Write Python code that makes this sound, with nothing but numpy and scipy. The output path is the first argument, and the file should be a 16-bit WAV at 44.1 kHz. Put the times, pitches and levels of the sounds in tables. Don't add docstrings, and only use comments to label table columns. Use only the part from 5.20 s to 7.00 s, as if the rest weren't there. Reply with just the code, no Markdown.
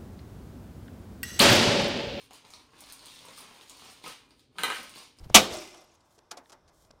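import sys
import numpy as np
from scipy import signal
from scipy.fft import rfft, irfft
from scipy.io import wavfile
from scipy.ndimage import uniform_filter1d

SR = 44100
rng = np.random.default_rng(int(sys.argv[2]) if len(sys.argv) > 2 else 0)


def master_out(mix):
    frames = np.transpose(np.atleast_2d(mix))
    ceiling = np.clip(frames, -1, 1)
    pcm = np.round(ceiling * 32767).astype(np.int16)
    wavfile.write(sys.argv[1], SR, pcm)


def gain_from_db(level_db):
    decades = np.asarray(level_db, float) / 20
    return 10 ** decades


N = 79380
T = np.arange(N) / SR
BLOW_S = 0.1434
CRUSH_RISE_S, CRUSH_HOLD_S, CRUSH_T60_S = 0.0078, 0.0054, 0.11

# frequency in Hz, level in dB.
WOODS_COLOUR = [(24, -32.5), (60, 2), (199, -2), (1100, -1.5), (2100, -21.5), (4560, -19.5), (6820, -25.5),
                (11800, -31), (16000, -40)]
# time in seconds, level in dB.
GUST_LEVEL = [
    (0.0, -48.5),
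    (0.17, -47),
    (0.34, -67),
    (0.446, -65),
    (0.566, -76),
    (1.3, -82),
    (1.45, -70),
    (1.8, -70),
]
# delay in seconds, rise in seconds, T60 in seconds, level in dB.
ECHOES = [
    (.025, 0.025, 0.4, -21),
    (.165, 0.036, 0.22, -38),
    (.2, .08, .85, -47),
]
# frequency in Hz, level in dB per Hz.
NEAR_COLOUR = [(35, -43), (60, -17), (398, -3.5), (766, -5.5), (841, -11), (1280, -10.5), (1700, -17.5),
               (3670, -10.5), (16000, -30.5)]
# frequency in Hz, level in dB per Hz.
FAR_COLOUR = [(59, -52), (100, -30.5), (289, -10), (350, -1.5), (502, -16.5), (751, -8), (1760, -21.5),
              (5190, -15.5), (16000, -34)]
# frequency in Hz, level in dB per Hz.
SLEEVE_COLOUR = [(180, -34), (300, -4), (692, -15.5), (800, -11.5), (1360, -21), (14000, -33.5)]
# half length in seconds, level in dB.
RUSTLES = [
    (0.0087, -68.5),
    (0.015, -72.5),
    (0.044, -70.5),
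    (0.042, -73),
    (.012, -76.5),
    (0.06, -68.5),
]
RUSTLE_S = [.75, .86, .94, 1.28, 1.54, 1.61]
# frequency in Hz, level in dB per Hz.
CLOTH_COLOUR = [(1470, -50), (2500, -27.5), (3160, 5), (3460, 1), (6960, 5), (16000, -5.5)]
# start in seconds,
# crackle peak in dB, weight below 1.5 kHz in dB, T60 in seconds.
STEPS = [(0.096, -51, -54, 0.046), (0.539, -60.5, -55, 0.079), (.61, -66.5, -61, 0.063),
         (.978, -65, -66, 0.057), (0.984, -61, -87.5, 0.041), (1.1092, -37.5, -45.5, 0.085),
         (1.1692, -47, -52.5, 0.1), (1.293, -58, -62.5, 0.05), (1.3, -60.5, -70.5, 0.056),
         (1.3199, -50.5, -56.5, 0.099), (1.476, -62.5, -66, 0.12), (1.648, -60, -73, .008),
         (1.705, -64, -59.5, 0.009), (1.7086, -60.5, -67, 0.0098)]
# frequency in Hz, level in dB per Hz.
LEAF_COLOUR = [(710, -15), (1200, 1.5), (1400, -2.5), (2150, -11.5), (3220, -7), (5650, -2), (10500, -14),
               (16000, -34.5)]
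# frequency in Hz, level in dB per Hz.
SOLE_COLOUR = [(59, -48), (100, -31.5), (302, -5.5), (411, -10), (650, -4), (898, -6.5), (2500, -22),
               (3250, -52.5), (5500, -120)]
# start in seconds, peak in dB, ring in Hz, T60 in seconds.
POPS = [(0.027, -37, 49, 0.037), (0.0592, -43, 120, 0.026), (0.0646, -33, 67, 0.021),
        (0.1007, -27.5, 554, 0.0079), (0.101, -47, 5000, 0.0049), (0.1079, -29, 80, 0.011),
        (.32, -40, 74, 0.059), (0.368, -46.5, 70, 0.032), (.978, -55, 421.4, 0.065),
        (1.1724, -41.5, 552, 0.044), (1.177, -44, 719, 0.089), (1.259, -52, 1810, 0.01),
        (1.2586, -53.5, 3700, 0.0077), (1.649, -57, 3600, .003), (1.7068, -42.5, 654, 0.0049),
        (1.7063, -55.5, 2600, .003), (1.7104, -41, 4690, 0.0027), (1.7117, -45, 5550, .005),
        (1.737, -50.5, 449.4, 0.012), (1.76, -53.5, 498, .012)]
# start in seconds, peak in dB, ring in Hz.
SNAPS = [(.1655, 0, 1190), (0.1702, 11, 2500), (.1711, -16, 2930), (.1758, -4.5, 785), (0.1772, -15, 1570),
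         (1.1125, -34, 5480), (1.1159, -37, 3920), (1.175, -39, 4510), (1.162, -57, 3510),
         (1.259, -60, 2610), (1.303, -50.5, 5330), (1.477, -54, 6500), (1.6485, -54, 5000)]
# frequency
# in Hz, width in Hz, level in dB.
PANELS = [(345, 23, 0), (614, 20, 0.5), (745, 40, -6), (1170, 40, -6), (1450, 50, -13), (2060, 23, -8),
          (2470, 40, -13.5), (3550, 200, -7.5), (5250, 200, -8), (5600, 440, -6)]
# time in seconds, level in dB.
PANEL_LOAD = [
    (.14, -90),
    (.2, -37),
    (.29, -53),
    (.36, -37.5),
    (.41, -48),
    (.5, -57),
    (.6, -58),
    (.7, -72),
    (.85, -74),
]
# frequency in Hz, level in dB.
SHARDS = [(2400, 5.5), (4600, -15), (5500, -2), (6400, 0.5), (9000, -3), (14000, -21.5)]
# time in seconds, peak in dB, ring in Hz.
CRUMBS = [(.335, -50, 6620), (.355, -73, 5300), (.372, -46, 7550), (0.389, -42, 5400), (.405, -58, 13000),
          (.41, -60, 11350), (0.414, -49, 5060), (.43, -66, 9000), (.44, -52, 3530), (.468, -64, 3550),
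          (.512, -64, 5350), (0.534, -60, 5500), (.549, -67, 9380), (.577, -71, 12200), (.61, -73, 7500),
          (.609, -69, 12600), (.62, -65.5, 5430), (0.648, -66, 5000), (0.478, -56, 5435), (.51, -64, 8700),
          (0.547, -54, 3300), (.575, -66, 5848), (0.621, -67, 9480), (0.644, -68.5, 11660),
          (.675, -81, 5110), (.72, -72.5, 6480), (.755, -66, 6485), (.81, -71, 5104), (0.809, -77, 7070)]
# frequency in Hz, level in dB per Hz.
PANE_COLOUR = [(40, -37), (270, -10.5), (1220, -5), (1800, -18), (2450, -1), (4600, -9), (6100, -6.5),
               (16000, -23)]
# frequency in Hz, width in Hz, level in dB.
PANE_RINGS = [(359, 40, -5.5), (750, 27, -4), (850, 120, -5.5), (1180, 45, 1), (1293, 56, 0.5),
              (2089, 28, 0), (2335, 45, 8), (2540, 76, 1.5), (2610, 70, -0.5), (3070, 27, 0.5),
              (4800, 90, -7.5), (5965, 60, -2), (6220, 25, -4.5), (6480, 65, -2.5)]
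# frequency in Hz, level in dB, T60 in seconds.
BAR = [(205, -3.5, 0.4), (405, 1, 0.22), (1792, -5, 0.35), (522, -3, 0.25), (773, -4, .25),
       (1300, 1, 0.098), (2272, -3.5, 0.21), (3060, -3, 0.19), (3450, 0, 0.047), (3820, -3, 0.15),
       (3800, 2, .22), (3864, 6.5, 0.11), (6240, -3.5, .1), (6550, -3.5, 0.11)]


def unit(x):
    return x / np.sqrt(np.mean(x ** 2))


def colour(x, points, size=2048):
    hz, db = np.array(points, float).T
    bins_hz = np.arange(size // 2 + 1) * SR / size
    log_gain = np.interp(np.log(bins_hz + 1), np.log(hz), db) * np.log(10) / 20
    cep = irfft(log_gain)
    cep[1:size // 2] *= 2
    cep[size // 2 + 1:] = 0
    h = irfft(np.exp(rfft(cep)))
    return signal.fftconvolve(x, h / np.sqrt(np.sum(h ** 2)))[:N]


def shape(start, rise, hold, t60):
    age = T - start
    release = np.clip(age - rise - hold, 0, None) / max(t60, .003)
    return np.clip(age / max(rise, 1e-4), 0, 1) * gain_from_db(-60 * release)


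def bump(middle, half):
    return np.exp(-((T - middle) / half) ** 2)


def ring(x, hz, t60):
    return signal.lfilter([1], [1, -np.exp(2j * np.pi * hz / SR - np.log(1000) / (t60 * SR))], x).imag


def width_t60(width_hz):
    return np.log(1000) / (np.pi * width_hz)


def grains(per_s, spread_db):
    chance, sign, size = rng.random((3, N))
    clicks = (chance < per_s / SR) * np.sign(sign - .5)
    return unit(clicks * gain_from_db(-spread_db * np.log(size + 1e-4)))


def walk(rate):
    k = int(SR / rate)
    steps = np.repeat(rng.standard_normal(N // k + 1), k)
    return 1.1 * uniform_filter1d(uniform_filter1d(steps, k), k)[:N]


def split(x, hz=5000):
    low = signal.sosfilt(signal.butter(1, hz, fs=SR, output="sos"), x)
    return low, x - low


def band_noise(low_hz, high_hz):
    sos = signal.butter(2, [low_hz, high_hz], "band", fs=SR, output="sos")
    return signal.sosfilt(sos, rng.standard_normal(N))


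def woods():
    log_hz, level_db = np.log(np.array(WOODS_COLOUR)[:, 0]), np.array(WOODS_COLOUR)[:, 1]
    hush = 0
    for hz in 30 * 2 ** np.arange(0, 9.1, .5):
        db = np.interp(np.log(hz), log_hz, level_db) + 0.83 * walk(3.6)
        hush = hush + gain_from_db(db) * band_noise(hz / 1.2, hz * 1.2)
    return gain_from_db(-67.5) * unit(hush)


def gust():
    return unit(band_noise(22, 97)) * gain_from_db(np.interp(T, *np.array(GUST_LEVEL).T) + 3.0 * walk(30))


def clearing():
    out = 0
    for k, (late, rise, t60, db) in enumerate(ECHOES):
        low, high = split(colour(grains(14000, 1.5), FAR_COLOUR if k else NEAR_COLOUR))
        start = BLOW_S + late
        low = low * shape(start, rise, 0, t60) * gain_from_db(2.0 * walk(40))
        high = high * shape(start, rise, 0, t60 * 0.45) * gain_from_db(2.0 * walk(27))
        out = out + gain_from_db(db) * (low + high)
    return out


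def sleeve():
    moving = gain_from_db(-59.5) * shape(0, 0, BLOW_S, .1) * gain_from_db(2.0 * walk(50))
    flap = gain_from_db(-58.5) * bump(0.0427, 0.01)
    return colour(grains(9000, 2.0) * moving, SLEEVE_COLOUR) + ring(grains(3030, 3.9) * flap, 3800, 0.0011)


def swish():
    rise_s, hold_s = 0.055, 0.012
    whistle = unit(ring(rng.standard_normal(N), 3200, width_t60(2000)))
    return gain_from_db(-61) * whistle * shape(BLOW_S - rise_s - hold_s, rise_s, hold_s, .01)


def rustles():
    brush = sum(gain_from_db(db) * bump(s, half) for s, (half, db) in zip(RUSTLE_S, RUSTLES)) * gain_from_db(2.0 * walk(60))
    return colour(grains(12000, 2.5) * brush, [(1500, -5)] + CLOTH_COLOUR[1:])


def treads(column, longer):
    rise_s = 0.004
    return sum(gain_from_db(step[column]) * shape(step[0], rise_s, step[3] * 0.084 * longer, step[3] * longer)
               for step in STEPS)


def boots():
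    low, rest = split(colour(grains(7000, 3.3), [(600, -34)] + LEAF_COLOUR), hz=4500)
    high, top = split(rest, hz=9040)
    crackle = low * treads(1, 0.75) + high * treads(1, 0.41) + top * treads(1, 0.63)
    press = grains(9000, 1.5) * treads(2, 2.0)
    return crackle + colour(press, SOLE_COLOUR[:-2] + [(2200, -22), (8000, -44.0)])


def pops():
    return sum(-gain_from_db(db) * shape(s, 1 / hz / 4, 0, t60) * np.sin(2 * np.pi * hz * (T - s))
               for s, db, hz, t60 in POPS)


def snaps():
    cycles = 3.1
    out = 0
    for s, db, hz in SNAPS:
        decay = gain_from_db(-60 * np.clip(T - s, 0, 1) * hz / cycles)
        out = out + gain_from_db(db) * shape(s, 0, 0, 1) * decay * np.sin(2 * np.pi * hz * (T - s))
    return out


def panels():
    hum = sum(gain_from_db(db + 2.0 * walk(25)) * unit(ring(grains(3000, 2.0), hz, width_t60(width)))
              for hz, width, db in PANELS)
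    return unit(hum) * gain_from_db(np.interp(T, *np.array(PANEL_LOAD).T))


def shower(count=28):
    hz, db = np.array(SHARDS, float).T
    sizes = hz[0] * (hz[-1] / hz[0]) ** ((np.arange(count) + rng.random(count)) / count)
    tinkle = 0
    for f in sizes:
        level_db = np.interp(np.log(f), np.log(hz), db) + 4 * walk(69.3)
        tinkle = tinkle + gain_from_db(level_db) * unit(ring(grains(400, 2.0), f, .012))
    return gain_from_db(-48.5) * unit(tinkle) * shape(0.27, 0.058, 0.034, 0.82)


def crumbs():
    patter = grains(6000, 2.0)
    skips = [gain_from_db(db) * patter * shape(s - .006, 0.0025, 0.0042, 0.031) for s, db, _ in CRUMBS]
    tinkle = sum(ring(x, hz, .011) for x, (_, _, hz) in zip(skips, CRUMBS))
    return gain_from_db(-13.5) * tinkle + gain_from_db(-5) * colour(sum(skips), LEAF_COLOUR)


def fractures():
    growth = 0.26 * (T > BLOW_S) + 1.2 * shape(BLOW_S, CRUSH_RISE_S, 9, 1)
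    spread = growth * shape(BLOW_S, 0, CRUSH_RISE_S + CRUSH_HOLD_S, CRUSH_T60_S)
    low, high = split(grains(9000, 2) * spread)
    return low + high * 1.2 * shape(BLOW_S, 0, CRUSH_RISE_S + .008, .12)


def pane(cracks):
    rings = sum(gain_from_db(db) * np.sqrt(width) * ring(cracks, hz, width_t60(width)) for hz, width, db in PANE_RINGS)
    rings = rings * np.std(cracks) / np.std(rings)
    return gain_from_db(-5) * colour(cracks, PANE_COLOUR) + gain_from_db(-15.5) * rings


def steel_bar(cracks):
    modes = sum(gain_from_db(db) * ring(cracks, hz, t60) for hz, db, t60 in BAR)
    return gain_from_db(-42) * 10 * modes * np.std(cracks) / np.std(modes)


def cabin():
    start = BLOW_S + 0.0067
    return gain_from_db(-19) * 2 * shape(start, 0.014, 0, 0.075) * np.sin(2 * np.pi * 214 * (T - start))


def blow():
    cracks = fractures()
    return pane(cracks) + steel_bar(cracks) + cabin()


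def scene():
    background = woods() + gust() + clearing()
    person = sleeve() + swish() + rustles() + boots() + pops()
    glass = snaps() + panels() + shower() + crumbs() + blow()
    return (background + person + glass)[None]


def top_cut(x):
    return signal.sosfilt(signal.butter(12, 16130, fs=SR, output="sos"), x)


def record(dry):
    clip = 0.88
    clipped = clip * np.tanh(dry / clip)
    mix = signal.sosfilt(signal.ellip(8, .2, 60, 15900, fs=SR, output="sos"), clipped)
    return top_cut(mix)


dry = scene()
out = record(dry)
master_out(out)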